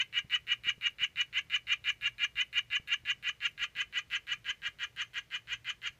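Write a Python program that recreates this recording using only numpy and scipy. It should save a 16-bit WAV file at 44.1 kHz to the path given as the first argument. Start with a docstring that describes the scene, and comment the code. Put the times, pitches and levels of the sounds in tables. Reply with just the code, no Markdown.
"""In a glass terrarium a small poison dart frog calls, close to six chirps a second.
Each chirp is a run of clicks that speeds up into a buzz, rings the vocal sac and echoes in the terrarium.
The microphone drifts behind a broad leaf, so the call turns softer and more diffuse.
A faint burst of high noise starts with each chirp. Steady noise stands for the air,
wavering sines for a faint fan, and damped thuds for a hand on the camera."""
import sys
import numpy as np
from scipy import signal
from scipy.fft import rfft, irfft
from scipy.io import wavfile

SR = 44100
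rng = np.random.default_rng(int(sys.argv[2]) if len(sys.argv) > 2 else 0)


def put_to_file(sound):
    """Save the sound as 16-bit audio at rate SR, in the file named by the first command-line argument."""
    columns = np.atleast_2d(sound).T  # one column per channel
    safe = np.clip(columns, -1, 1)
    whole_steps = np.round(safe * 32767)
    wavfile.write(sys.argv[1], SR, whole_steps.astype(np.int16))


N = 264159  # length of the scene in samples


def amp(db):
    """Decibels to amplitude gain."""
    return 10 ** (np.asarray(db) / 20)


def unit(x):
    """Scales to rms 1."""
    return x / np.sqrt(np.mean(x ** 2) + 1e-20)


def ramp(x, start, end):
    """Goes from 0 at start to 1 at end and holds there."""
    return np.clip((x - start) / max(end - start, 1e-6), 0, 1)


def glide(start, end, share):
    """Moves from start to end as share goes from 0 to 1."""
    return start + (end - start) * share


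def read(points, hz):
    """Reads a table of (Hz, value) on a log-frequency axis."""
    f, value = np.transpose(points)
    return np.interp(np.log(hz + 1), np.log(f + 1), value)


def add(mix, start_s, sound):
    """Mixes a sound in at its start time; what lies outside the scene is dropped."""
    at = round(start_s * SR)
    sound = sound[max(-at, 0):]
    part = mix[max(at, 0):][:len(sound)]
    part += sound[:len(part)]


def wander(n, rate_hz):
    """Normally distributed random values, rate_hz of them a second, joined by straight lines."""
    knots = rng.standard_normal(n)
    return np.interp(np.arange(n) * rate_hz / SR, np.arange(n), knots)


def causal(db):
    """Minimum-phase impulse response: it has the given gain per bin and rings only forwards in time."""
    log_gain = np.log(amp(np.r_[db, db[-2:0:-1]]))
    return np.fft.ifft(np.exp(np.conj(signal.hilbert(log_gain)))).real


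def resonate(x, hz, width_hz):
    """A resonance of gain 1 that follows the curve hz: shift down to 0 Hz, smooth, shift back up."""
    turn = np.exp(2j * np.pi * np.cumsum(hz * np.ones(len(x))) / SR)
    r = np.exp(-np.pi * width_hz / SR)
    return 2 * (turn * signal.lfilter([1 - r], [1, -r], x / turn)).real


def resonate_twice(x, hz, widths_hz):
    """Two resonances in a row at one pitch, which fall off more steeply on both sides."""
    return resonate(resonate(x, hz, widths_hz[0]), hz, widths_hz[1])


def larynx(length_s, shade_db, dull_db, chance):
    """Clicks of the vocal folds speed up and swell; the sac rings higher, then the voice breaks and stops."""
    # stages in shares of the chirp: the sac is full, the voice breaks upwards, air is cut off, silence
    full_at, break_at, cut_at, silent_at = .7, .86, 1.01, 1.07
    t = np.arange(int(length_s * silent_at * SR)) / SR
    share = t / length_s
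    fill = ramp(share, 0, full_at)
    broken = ramp(share, break_at, cut_at)
    unsteady, waver, hiss, straying = chance[:, :len(t)]

    # click rate before its random drift: slow start, held while the sac is full, higher in the break
    start_hz, held_hz, broken_hz, rise_bend = 141.46, 483.87, 596.1, 1.35
    rate = glide(start_hz, held_hz, fill ** rise_bend) + (broken_hz - held_hz) * broken
    # each chirp has its own pitch; the held part is steady, the slow start and the final break stray
    detune, jitter, stray = 0.016045, 0.022, 0.0458  # shares of the click rate
    loose = 1 - fill ** 2 + broken
    hz = rate * (1 + detune * unsteady[0] + jitter * unsteady + stray * loose * straying)

    # one sharp click at every whole turn; the square root keeps the power even at any rate
    first_s = 0.001806
    turns = np.cumsum(hz) / SR
    turns -= np.interp(first_s, t, turns)
    clicks = np.sinc((turns - np.round(turns)) * SR / hz) * np.sqrt(SR / hz)

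    # faster clicks are louder, 6 dB an octave; the cut takes the level down
    effort_db = 6 * np.log2(rate / held_hz) - 11.5 * ramp(share, cut_at, silent_at)
    waver_db = 1.5 * waver
    # at first the slack folds leak air and click only softly
    leak_s, leak_db, hiss_db, soft_start = 0.0038, -7, -30, 0.61
    slack = t / leak_s * np.exp(1 - t / leak_s)
    breath = (amp(hiss_db) + amp(leak_db) * slack) * hiss
    flow = (clicks * (1 - soft_start * slack) + breath) * amp(effort_db + waver_db)

    # the folds snap shut with one hard click and a bright tick, at a slightly different moment each time
    shut_share, snap_db, tick_db, snap_spread_db = .95, 15, 25, 5.5
    shut = np.zeros(len(t))
    shut_at = int((shut_share + .02 * straying[0]) * length_s * SR)
    shut[min(shut_at, len(t) - 3)] = amp(snap_spread_db * waver[0])
    flow = flow + amp(snap_db) * shut
    tick = amp(tick_db) * np.convolve(shut, [-.5, 1, -.5], "same")

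    # the sac's ring: faint while slack, strongest when taut just before the break, spoilt after it
    slack_db, taut_db, spoilt_db = -16, 9.5, -9
    ring_db = glide(slack_db, taut_db, ramp(share, 0, break_at)) + (spoilt_db - taut_db) * broken ** 2
    ring_hz = np.interp(share, [.3, .95], [2650, 3150])
    ring = resonate(flow, ring_hz, width_hz=324) * amp(ring_db + shade_db)

    # the shrill overtone swells late in the chirp, sinks in pitch and fades a little in the break
    faint_db, shrill_db, shrill_fade_db = -8.5, 18.5, -3
    over_db = glide(faint_db, shrill_db, ramp(share, 0.64, 0.83)) + shrill_fade_db * broken ** 2
    over_hz = np.interp(share, [.65, 1], [7100, 6200])
    overtone = resonate_twice(flow, over_hz, (1050, 1190)) * amp(over_db + dull_db)

    # the first clicks rasp while the sac is still slack
    rasp_db, rasp_s = 13, 0.0037
    rasp = resonate_twice(flow, 4000, (870, 870)) * amp(rasp_db) * np.exp(-t / rasp_s)
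    # the last clicks sound hollow in the full sac
    hollow_off_db, hollow_on_db = -19, 7
    hollow = resonate_twice(flow, 1240, (380, 380)) * amp(glide(hollow_off_db, hollow_on_db, broken))
    return flow + tick + ring + overtone + rasp + hollow


def call_colour(hidden, size=4096):
    """The sac's broad resonance, with narrow resonances that colour the call and change behind the leaf."""
    # Throat and slack sac. Each row: frequency in Hz, gain in dB.
    sac_gain = [(200, -35.5), (520, -34), (800, -32), (1150, -20), (1550, -12), (2300, -3.5), (3100, -2),
                (3450, -17), (4300, -21), (5100, -26), (6400, -33.5), (7700, -35.5), (9000, -62),
                (13000, -49.5)]
    # Narrow resonances and dips that colour the call. Each row: frequency in Hz, width in Hz,
    # gain in dB in open view, gain in dB behind the leaf.
    resonances = [(1207, 55, 5, 4.5), (1407.5, 67, 9.5, 11.5), (1658, 190, 11.5, 15),
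                  (1804, 60, -18.5, -13.5), (1910, 357, 9, 4), (2059, 75, 4.5, 8), (2304, 137, 3.5, -14),
                  (2381, 130, 6.5, 7), (2551.6, 19, -26, -24.5), (2856.9, 346, 7.5, -3),
                  (3155, 69, -20.5, 9), (3376, 97, -11.5, -0.5), (3710.9, 272, 10.5, 0),
                  (4292, 190, 7.5, 5), (4450, 60, -8.5, 0.5), (6257, 163, 8, 9), (6810, 260, 4, 6),
                  (14500, 360, 13.5, 9.5)]
    hz = np.fft.rfftfreq(size, 1 / SR)
    db = read(sac_gain, hz)
    for centre, width, open_db, behind_db in resonances:
        db = db + glide(open_db, behind_db, hidden) / (1 + (2 * (hz - centre) / width) ** 2)
    # the main band trails the treble, which rounds off each click
    lag_s, lag_hz, lag_width_hz = 0.00138, 2200, 1300
    lag = lag_s / (1 + ((hz - lag_hz) / lag_width_hz) ** 4)
    delay = np.exp(-2j * np.pi * np.cumsum(lag) * hz[1])
    return irfft(rfft(causal(db)) * delay)[:size // 2]


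def scatter(t60_table, first_s, size=12000):
    """Dense echoes of energy 1 that fade in around first_s, each band dying at its own speed."""
    hz, t, z = signal.stft(rng.standard_normal(size), SR, nperseg=128)
    decay = amp(-60 * t / read(t60_table, hz)[:, None])
    tail = signal.istft(z * decay, SR, nperseg=128)[1][:size]
    tail *= np.clip(np.arange(size) / SR / first_s - .5, 0, 1)
    return tail / np.linalg.norm(tail)


def high_noise(length_s, edge_hz=7000, flicker_db=6.5, fade_s=0.071):
    """Flickering high-passed noise that starts with each chirp and dies away."""
    t = np.arange(int(2 * length_s * SR)) / SR
    high_pass = signal.butter(2, edge_hz, "high", fs=SR, output="sos")
    noise = unit(signal.sosfilt(high_pass, rng.standard_normal(len(t))))
    flicker = amp(flicker_db * wander(len(t), 220))
    return noise * flicker * np.exp(-t / fade_s) * signal.windows.tukey(len(t), .05)


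def frog_and_high_noise():
    """Chirps pass the sac and the terrarium, whose echoes shift as the microphone drifts; noise is laid over."""
    # The call. Each row: start in seconds, length in seconds, level in dB (rms over that length).
    chirps = [(-0.0465, 0.065, -31), (0.125, 0.067, -31), (0.2955, 0.065, -29.5), (0.466, 0.066, -30),
              (0.6338, 0.068, -30.5), (0.8086, 0.066, -30.5), (0.9825, 0.065, -30.5),
              (1.1562, 0.061, -30.4), (1.3257, 0.065, -31.5), (1.4964, 0.0669, -30.5),
              (1.667, 0.067, -29.5), (1.839, 0.063, -30.5), (2.0086, 0.068, -31.5), (2.18, 0.068, -30.5),
              (2.3534, 0.066, -30.5), (2.5262, 0.064, -29.6), (2.6998, 0.067, -31), (2.8724, 0.069, -30.5),
              (3.0494, 0.065, -31.5), (3.2244, 0.071, -33.5), (3.402, 0.065, -32), (3.5757, 0.066762, -34),
              (3.75, 0.068, -33.9), (3.924, 0.0661, -33.5), (4.099, 0.067, -33.5), (4.2666, 0.067, -34.5),
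              (4.442, 0.066, -35), (4.6166, 0.0602, -36), (4.7849, 0.059, -36.5), (4.9603, 0.061, -36),
              (5.131, 0.056, -37), (5.301, 0.061, -37), (5.4702, 0.068, -36.9), (5.643, 0.062, -36.5),
              (5.8154, 0.06, -37)]
    # How far the leaf hides the frog. Each row: time in seconds, share hidden from 0 to 1.
    leaf_cover = [(0, 0.03), (2.7, 0), (3.6, 0.44), (4.3, 0.56), (4.8, 1), (6, 0.76)]
    # Dying away of the echoes. Each row: frequency in Hz, t60 in the terrarium in seconds,
    # t60 in the room outside in seconds.
    echo_decay = np.array([(500, 0.066, 0.35), (1080, 0.076, 0.18), (1552.2, 0.03, 0.19),
                           (2270, 0.079, 0.27), (3016, 0.069, 0.2), (4200, 0.071, 0.19),
                           (6350, 0.055, 0.31), (12200, 0.1, 0.34)])
    # echo levels in open view and behind the leaf
    open_wet_db, hidden_wet_db, open_room_db, hidden_room_db = -6, 0, -21, -16
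    drift = 1.387  # radians a second from one echo pattern towards the other
    noise_db = -40  # relative to the chirp
    out = np.zeros(N)
    here = scatter(echo_decay[:, :2], first_s=0.0018)
    there = scatter(echo_decay[:, :2], first_s=0.0024)
    outside = scatter(echo_decay[:, ::2], first_s=0.0053)
    n = SR // 10  # longer than any chirp
    for start_s, length_s, db in chirps:
        hidden = np.interp(start_s, *np.transpose(leaf_cover))
        echoes = np.cos(drift * start_s) * here + np.sin(drift * start_s) * there
        paths = amp(glide(open_wet_db, hidden_wet_db, hidden)) * echoes
        paths[0] += 1  # the straight path
        # pitch, strength, breath hiss, straying: the same draws serve the near and far paths
        chance = np.array([wander(n, 253.2), wander(n, 136.0), rng.standard_normal(n), wander(n, 110.5)])
        body = call_colour(hidden)
        # the leaf shades the sac's ring and overtone on the near paths
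        near = signal.fftconvolve(larynx(length_s, -5 * hidden, -3 * hidden, chance), body)
        # the way round through the room leaves the ring alone and always dulls the overtone alike
        far = signal.fftconvolve(larynx(length_s, 0, -4.5, chance), body)
        room_gain = amp(glide(open_room_db, hidden_room_db, hidden))
        heard = signal.fftconvolve(near, paths) + room_gain * signal.fftconvolve(far, outside)
        level = np.sqrt(np.sum(heard ** 2) / (length_s * SR))
        add(out, start_s, amp(db) * heard / level)
        add(out, start_s, amp(db + noise_db) * high_noise(length_s))
    return out


def air_noise(air_db=-66, rumble_hz=220, rumble_sway_db=2):
    """Steady noise of the room and microphone, shaped by a spectrum; its rumble comes and goes."""
    # Colour of the air noise. Each row: frequency in Hz, relative density in dB per Hz.
    air_colour = [(20, -30.5), (32, -10), (55, 2.5), (90, -2), (140, -1.5), (240, -12.5), (450, -13.5),
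                  (900, -20.5), (2000, -15.5), (4500, -23.5), (9000, -30.5), (15000, -33)]
    hz = np.fft.rfftfreq(N, 1 / SR)
    shaped = irfft(rfft(rng.standard_normal(N)) * amp(read(air_colour, hz)), N)
    air = amp(air_db) * unit(shaped)
    rumble = signal.sosfiltfilt(signal.butter(2, rumble_hz, fs=SR, output="sos"), air)
    return air + rumble * (amp(rumble_sway_db * wander(N, 29)) - 1)


def fan(hum_sway=0.7):
    """The hum of a fan motor: sines that waver in phase and strength."""
    # Motor tones. Each row: frequency in Hz, rms level in dB before the sway.
    motor_tones = [(58.5, -79.5), (118, -74)]
    t = np.arange(N) / SR
    hum = np.zeros(N)
    for hz, db in motor_tones:
        tone = np.sqrt(2) * np.sin(2 * np.pi * hz * t + 0.8 * wander(N, 16))
        hum += amp(db) * tone * (1 + hum_sway * wander(N, 7.7))
    return hum


def handling(thud_s=0.0025333, edge_hz=330, rub_db=-8):
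    """Each bump is a dull, heavily damped thud in the camera body: a sine and low noise, quickly gone."""
    # Soft bumps of the hand on the camera. Each row: start in seconds, level in dB, pitch in Hz.
    bumps = [(0.245, -48, 125), (0.484, -57.5, 221), (0.665, -48, 137.5), (0.779, -51.5, 146.4),
             (1.014, -52, 128.6), (2.797, -48.5, 74.7), (3.034, -55, 110.6), (3.617, -55.5, 172),
             (3.763, -58, 205.1), (4.381, -58, 127), (4.498, -54.5, 79.7), (4.685, -53, 103)]
    out = np.zeros(N)
    t = np.arange(SR // 10) / SR
    envelope = t / thud_s * np.exp(1 - t / thud_s)  # peaks at 1 after thud_s
    low_pass = signal.butter(2, edge_hz, fs=SR, output="sos")
    for start_s, db, hz in bumps:
        rub = unit(signal.sosfilt(low_pass, rng.standard_normal(len(t))))
        thud = np.sin(2 * np.pi * hz * t) + amp(rub_db) * rub
        add(out, start_s, amp(db) * thud * envelope)
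    return out


def scene():
    """Frog, high noise, air, fan and hand at one microphone."""
    return (frog_and_high_noise() + air_noise() + fan() + handling())[None]


def record(dry):
    """The recorder's band limit: a steep low-pass."""
    edge_hz = 15400
    low_pass = signal.firwin(511, edge_hz, window=("kaiser", 9), fs=SR)
    return signal.oaconvolve(dry, low_pass[None], "same")


dry = scene()
out = record(dry)
put_to_file(out)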